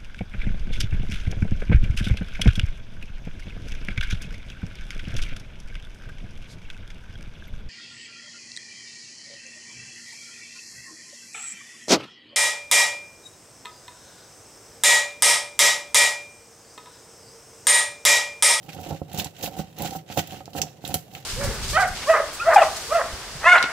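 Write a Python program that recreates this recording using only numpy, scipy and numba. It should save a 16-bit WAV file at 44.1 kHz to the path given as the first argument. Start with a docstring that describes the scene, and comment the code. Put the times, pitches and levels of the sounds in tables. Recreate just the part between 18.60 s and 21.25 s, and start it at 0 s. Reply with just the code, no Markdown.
"""In a small kitchen a lemon half is twisted to and fro on the ridged cone of a plastic juicer, close to a phone.
Pulp squelches as decaying noise ticks over a fizz, and juice sacs pop as bursts of resonant noise.
Stick-slip rubbing of the rind and bumps over the ridges are forces that ring the modes of dish and counter.
One thin jet of juice hisses as narrow-band noise; dense echoes and a low hum of room air surround it all."""
import sys
import numpy as np
from scipy import signal
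from scipy.fft import rfft, irfft, next_fast_len
from scipy.io import wavfile
from scipy.ndimage import uniform_filter1d
from numba import njit

SR = 44100
rng = np.random.default_rng(int(sys.argv[2]) if len(sys.argv) > 2 else 0)


def magnitude_from_level(level_db):
    """Linear magnitude for a level in decibels (20 dB per decade)."""
    exponent = np.asarray(level_db, float) / 20
    return 10 ** exponent


def master_out(mix):
    """Clip the mix to full scale and print it as 16-bit PCM to the path in sys.argv[1]."""
    frames = np.transpose(np.atleast_2d(mix))
    ceiling = np.clip(frames, -1, 1)
    pcm = np.round(ceiling * 32767).astype(np.int16)
    wavfile.write(sys.argv[1], SR, pcm)


N = 116865
SPAN = 4410  # samples given to one event


def unit(x):
    """Normalisation: scales a signal to an rms of 1."""
    return x / np.sqrt(np.mean(x ** 2))


def colour(x, points):
    """Linear filtering: multiplies the spectrum by (Hz, dB) points joined over log frequency."""
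    size = next_fast_len(N + 4096)
    hz, db = np.array(points).T
    f = np.arange(size // 2 + 1) * SR / size + 1
    gain = magnitude_from_level(np.interp(np.log(f), np.log(hz), db))
    return irfft(rfft(x, size) * gain, size)[:N]


def fade(t60, size):
    """Exponential damping: the amplitude falls by 60 dB in t60 seconds."""
    return np.exp(-np.log(1000) * np.arange(size) / SR / t60)


def grains(rate, spread_db):
    """Random point process: impulses of either sign, a few much larger than the rest."""
    chance, sign, size = rng.random((3, N))
    return (chance < rate / SR) * np.sign(sign - .5) * magnitude_from_level(-spread_db * np.log(size + 0.02))


def walk(rate):
    """Slow random modulation: levels drawn rate times a second, joined by slews, with rms 1."""
    k = int(SR / rate)
    steps = np.repeat(rng.standard_normal(N // k + 1), k)
    return unit(uniform_filter1d(steps, k)[:N])


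def push(ms):
    """Elastic contact: a half-sine force; a longer contact excites less treble."""
    n = ms * SR / 1000
    phase = (np.arange(int(n) + 2) + .5) / n
    return np.sin(np.pi * np.clip(phase, 0, 1)) / n


def ports(db):
    """Level difference: gains of the left and right ports whose ratio is db."""
    return magnitude_from_level(np.array([[db], [-db]]) / 2)


def partly_alike(noise):
    """Partial coherence: the first row is common to both ports, the other two belong to one each."""
    share = 0.42  # of the power
    return np.sqrt(share) * noise[0] + np.sqrt(1 - share) * noise[1:]


# Spectrum of the room air. Each row: frequency in Hz, relative level in dB per Hz.
AIR_SPECTRUM = [(40, -10), (130, 16), (260, -2.5), (600, -1), (1100, -16.5), (4000, -31.5), (9000, -29),
                (15500, -33), (16500, -52)]


def air():
    """Diffuse-field coherence: steady room tone, alike at both ports in the bass, unlike above."""
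    level_db, left_minus_right_db, alike_below_hz = -50, -1.5, 776
    mid = colour(rng.standard_normal(N), AIR_SPECTRUM)
    side = colour(rng.standard_normal(N), AIR_SPECTRUM)
    side = signal.lfilter(*signal.butter(1, alike_below_hz, "high", fs=SR), side)
    pair = np.array([mid + side, mid - side]) * ports(left_minus_right_db)
    return magnitude_from_level(level_db) / mid.std() * pair


# Twisting effort. Each row: time in seconds, squelch level in dB, rubbing force in dB relative to the squelch.
TWIST_EFFORT = [(0, -65, 2), (0.038, -56, 5), (.17, -46.5, 6), (0.347, -46, 14.5), (0.369, -53, -1),
                (.46, -63.5, 6), (0.551, -41.5, 7), (0.6, -32.5, 4), (0.628, -46.5, 8.5), (0.668, -44.5, 1),
                (0.717, -65, 1), (0.822, -40.5, 6.5), (0.841, -36, 4), (0.884, -38, 0.5),
                (0.903, -56.5, 11.5), (1.003, -39.5, 4.5), (1.06, -60, 9), (1.147, -59.5, 0.5),
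                (1.197, -43.5, 9), (1.271, -32.5, 6), (1.3, -46.5, 7.5), (1.358, -42, 7.5), (1.451, -69, 3),
                (1.518, -42.5, 4.5), (1.559, -46.5, 3), (1.583, -22, 5), (1.649, -54, 2.5),
                (1.733, -41.5, 7), (1.824, -58, 3.5), (1.923, -58.5, 8.5), (1.976, -31.5, 3.5),
                (2.0, -43.5, 11.5), (2.037, -43.5, 11), (2.089, -57.5, 2), (2.203, -65.5, 8.5),
                (2.261, -37, 1), (2.329, -45, 7.5), (2.352, -35, 0.5), (2.447, -65, -6), (2.556, -46.5, 8),
                (2.65, -58.5, 0)]


def twist():
    """Common drive: one hand sets both the squelch and the rubbing level, in dB, joined by straight lines."""
    s, wet_db, relative_db = np.array(TWIST_EFFORT).T
    t = np.arange(N) / SR
    return np.interp(t, s, wet_db), np.interp(t, s, wet_db + relative_db)


def crackle(effort_db):
    """Superposition of transients: small wet ticks over a fizz, brighter with effort and at random."""
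    per_s, spread_db, t60, fizz_db = 240, 3.5, 0.02, -2.5
    tilt_db, brighten = 3.5, 0.13  # random tilt in dB rms; tilt in dB per dB of effort
    ticks = signal.fftconvolve(np.abs(grains(per_s, spread_db)), fade(t60, SPAN))[:N]
    raw = partly_alike(rng.standard_normal((3, N))) * (unit(ticks) + magnitude_from_level(fizz_db))
    low = signal.lfilter(*signal.butter(1, 4500, fs=SR), raw)
    high = raw - low
    tilt = magnitude_from_level(tilt_db * walk(50) + brighten * (effort_db + 25.5))
    return unit(low / tilt + high * tilt) * magnitude_from_level(effort_db)


@njit
def ring(force, turn, decay):
    """Damped oscillator: one mode whose pitch (radians per sample) may move every sample."""
    out, z = np.empty(len(force)), 0j
    for i in range(len(force)):
        z = z * decay * np.exp(1j * turn[i]) + force[i]
        out[i] = z.imag
    return out


# Modes of dish and counter. 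Each row: frequency in Hz, level in dB, t60 in seconds, left minus right in dB.
DISH_MODES = [(91.8, 4, 0.067, -3), (160.3, -4.5, 0.22, -2), (200.6, 4.5, 0.054, -9),
              (283.3, -2, 0.051, -9), (327.7, -3.5, 0.044, -12), (451, 2.5, 0.015, -16),
              (546.3, 2, 0.05, -6.5), (727.8, 7, 0.044, -8), (768, 1, 0.091, -2.5),
              (1276, -12, 0.04, -26.5)]


def dish(force, bend):
    """Modal superposition: the force rings every mode, which reaches the two ports differently."""
    out = np.zeros((2, N))
    for (hz, db, t60, pan_db), b in zip(DISH_MODES, bend):
        decay = np.exp(-np.log(1000) / (t60 * SR))
        out += ring(force, 2 * np.pi * hz / SR * b, decay) * magnitude_from_level(db) * ports(pan_db)
    return out


def grip():
    """Changing boundary condition: the grip bends each mode's pitch by 1.9 % rms."""
    return [1 + 0.019 * walk(12) for _ in DISH_MODES]


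def rubbing(effort_db, bend):
    """Stick-slip friction: a force of many small random slips that clumps and follows the effort."""
    per_s, spread_db, contact_ms, clump_db = 800, 3.5, 0.72, 2.5
    slips = signal.fftconvolve(grains(per_s, spread_db), push(contact_ms))[:N]
    rung_rms = dish(slips, bend).mean(axis=0).std()
    return slips / rung_rms * magnitude_from_level(effort_db + clump_db * walk(60))


# Rind over a ridge. Each row: start in seconds, level in dB (as the peak if the force were one impulse),
# contact in ms, t60 of the judder in seconds.
RIDGE_BUMPS = [(0.0887, -23, 0.17, 0.061), (0.1879, -17, 0.38, 0.035), (.264, -19, 0.97, 0.033),
               (.333, -18.5, .4, .07), (0.4169, -11.5, 0.86, 0.011), (.584, -9, 1.8, 0.056),
               (0.659, -14, 0.61, 0.013), (0.839, -14.5, 0.34, 0.11), (.876, -15, 0.44, 0.05),
               (.967, -24, 0.35, .03), (.9935, -8.5, 0.57, 0.07), (1.206, -13, 0.87, 0.031),
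               (1.331, -23.5, 0.37, 0.058), (1.351, -16, 0.42, 0.11), (1.5, -18, 0.3, 0.039),
               (1.573, -1.5, 0.78, 0.031), (1.807, -19.5, 0.12, 0.033), (1.879, -23.5, 0.15, 0.0086),
               (1.951, -14.5, 0.23, 0.069), (2.241, -20, 0.34, 0.02), (2.3425, -8.5, 0.43, 0.065),
               (2.355, -7.5, 1.4, 0.019)]


def bumps(bend):
    """Impact excitation: each bump is a push and a dying random judder of the contact force."""
    judder = 0.81
    force = np.zeros(N)
    impulse_peak = np.abs(dish(np.eye(1, N)[0], bend)).max()
    for s, db, ms, t60 in RIDGE_BUMPS:
        shake = judder * rng.standard_normal(SPAN) * np.sqrt(20 / (t60 * SR)) * fade(t60, SPAN)
        shake[0] -= 1  # the push itself
        i = int(s * SR)
        force[i:i + SPAN] += np.convolve(shake, push(ms))[:SPAN] * magnitude_from_level(db) / impulse_peak
    return force


# Juice sacs bursting. 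Each row: start in seconds, peak in dB of the resonant part before the ports' colouring,
# pitch in Hz, t60 in seconds.
SAC_POPS = [(0.0902, -33, 2200, 0.048), (.531, -29.5, 11900, 0.012), (0.545, -29, 12000, 0.018),
            (0.5745, -26.5, 6130, 0.027), (0.597, -20.5, 3740, 0.04), (0.6441, -22, 7950, 0.025),
            (0.83, -27, 4960, 0.044), (0.8604, -24.5, 3080, 0.0088), (1.186, -27, 12800, 0.016),
            (1.2202, -20, 14700, 0.03), (1.252, -28.5, 7400, 0.035), (1.3083, -27, 5440, 0.011),
            (1.5013, -36.5, 2220, 0.017), (1.5759, -22.5, 2770, 0.032), (1.673, -34, 13400, 0.014),
            (1.708, -34, 3060, 0.018), (1.8562, -32.5, 5870, 0.0079), (1.932, -37.5, 4000, 0.033),
            (2.0162, -10.5, 6400, 0.027), (2.2498, -27.5, 3540, 0.028), (2.2767, -24, 10300, 0.012),
            (2.3412, -11.5, 10800, 0.029), (2.5503, -28, 2580, 0.0095)]


def pops():
    """Resonant filtering: a short noise burst sounds through a wide resonance, with a broad part beside it."""
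    rise_s, q, broad_db = 0.0011, 2.64, -4
    low_share = 0.19  # the broad part starts at this share of the pitch
    out = np.zeros((2, N))
    for s, db, hz, t60 in SAC_POPS:
        rise = np.minimum(np.arange(SPAN) / (rise_s * SR), 1)
        burst = partly_alike(rng.standard_normal((3, SPAN))) * fade(t60, SPAN) * rise
        tone = signal.lfilter(*signal.iirpeak(hz, q, SR), burst)
        broad = signal.lfilter(*signal.butter(2, low_share * hz, "high", fs=SR), burst)
        pop = tone / np.abs(tone).max() + magnitude_from_level(broad_db) * broad / np.abs(broad).max()
        i = int(s * SR)
        out[:, i:i + SPAN] += (magnitude_from_level(db) * pop)[:, :N - i]
    return out


# A thin jet of juice. The one row: start in seconds, level in dB before the ports' colouring, pitch in Hz,
# width in Hz, t60 in seconds.
JUICE_JET = (2.022, -37.5, 5790, 200, 0.08)


def squirt():
    """Narrow-band turbulence: the jet hisses as decaying noise through one sharp resonance."""
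    s, db, hz, width, t60 = JUICE_JET
    jet = signal.lfilter(*signal.iirpeak(hz, hz / width, SR), rng.standard_normal(SPAN))
    out = np.zeros(N)
    i = int(s * SR)
    out[i:i + SPAN] = unit(jet) * magnitude_from_level(db) * fade(t60, SPAN)
    return out


# Wet pulp as heard through the phone's ports. Each row: frequency in Hz, gain in dB.
WET_RESPONSE = [(700, -16), (1300, -1), (2800, 4.5), (4000, 0.5), (6000, 2), (7800, 1.5), (8900, -10.5),
                (10200, -2.5), (15500, 2.5), (16400, -43)]


def pulp(effort_db):
    """Superposition: crackle, pops and jet add, then share one frequency response and port balance."""
    wet = crackle(effort_db) + pops() + squirt()
    return np.array([colour(v, WET_RESPONSE) for v in wet]) * ports(-5)


def echoes(x, t60, db):
    """Diffuse reverberation: convolution with decaying noise, unrelated at the two ports."""
    tail = rng.standard_normal((2, SR // 2)) * fade(t60, SR // 2)
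    tail = tail / np.sqrt(np.sum(tail ** 2, axis=1, keepdims=True))
    return magnitude_from_level(db) * signal.fftconvolve(x, tail, axes=1)[:, :N]


def scene():
    """Direct and reflected sound: wet sounds come by air with counter echoes; the dish is heard close."""
    room_t60 = 0.35  # seconds
    squelch_db, rub_db = twist()
    wet = pulp(squelch_db)
    bend = grip()
    body = dish(rubbing(rub_db, bend) + bumps(bend), bend)
    counter = echoes(wet, 0.077, -4.5)
    room = echoes(wet, room_t60, -17) + echoes(body, room_t60, -15.5)
    return wet + counter + body + room + air()


def top_cut(x):
    """Nothing passes above the cut-off."""
    return signal.sosfilt(signal.butter(12, 16970, fs=SR, output="sos"), x)


def record(dry):
    """Interaural-style delay and high-pass: the left port hears two samples late; the deepest bass is cut."""
    late = np.array([np.r_[0, 0, dry[0, :-2]], dry[1]])
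    low_cut = signal.butter(2, 104.5, "high", fs=SR, output="sos")  # Hz
    mix = signal.sosfilt(low_cut, late)
    return top_cut(mix)


dry = scene()
out = record(dry)
master_out(out)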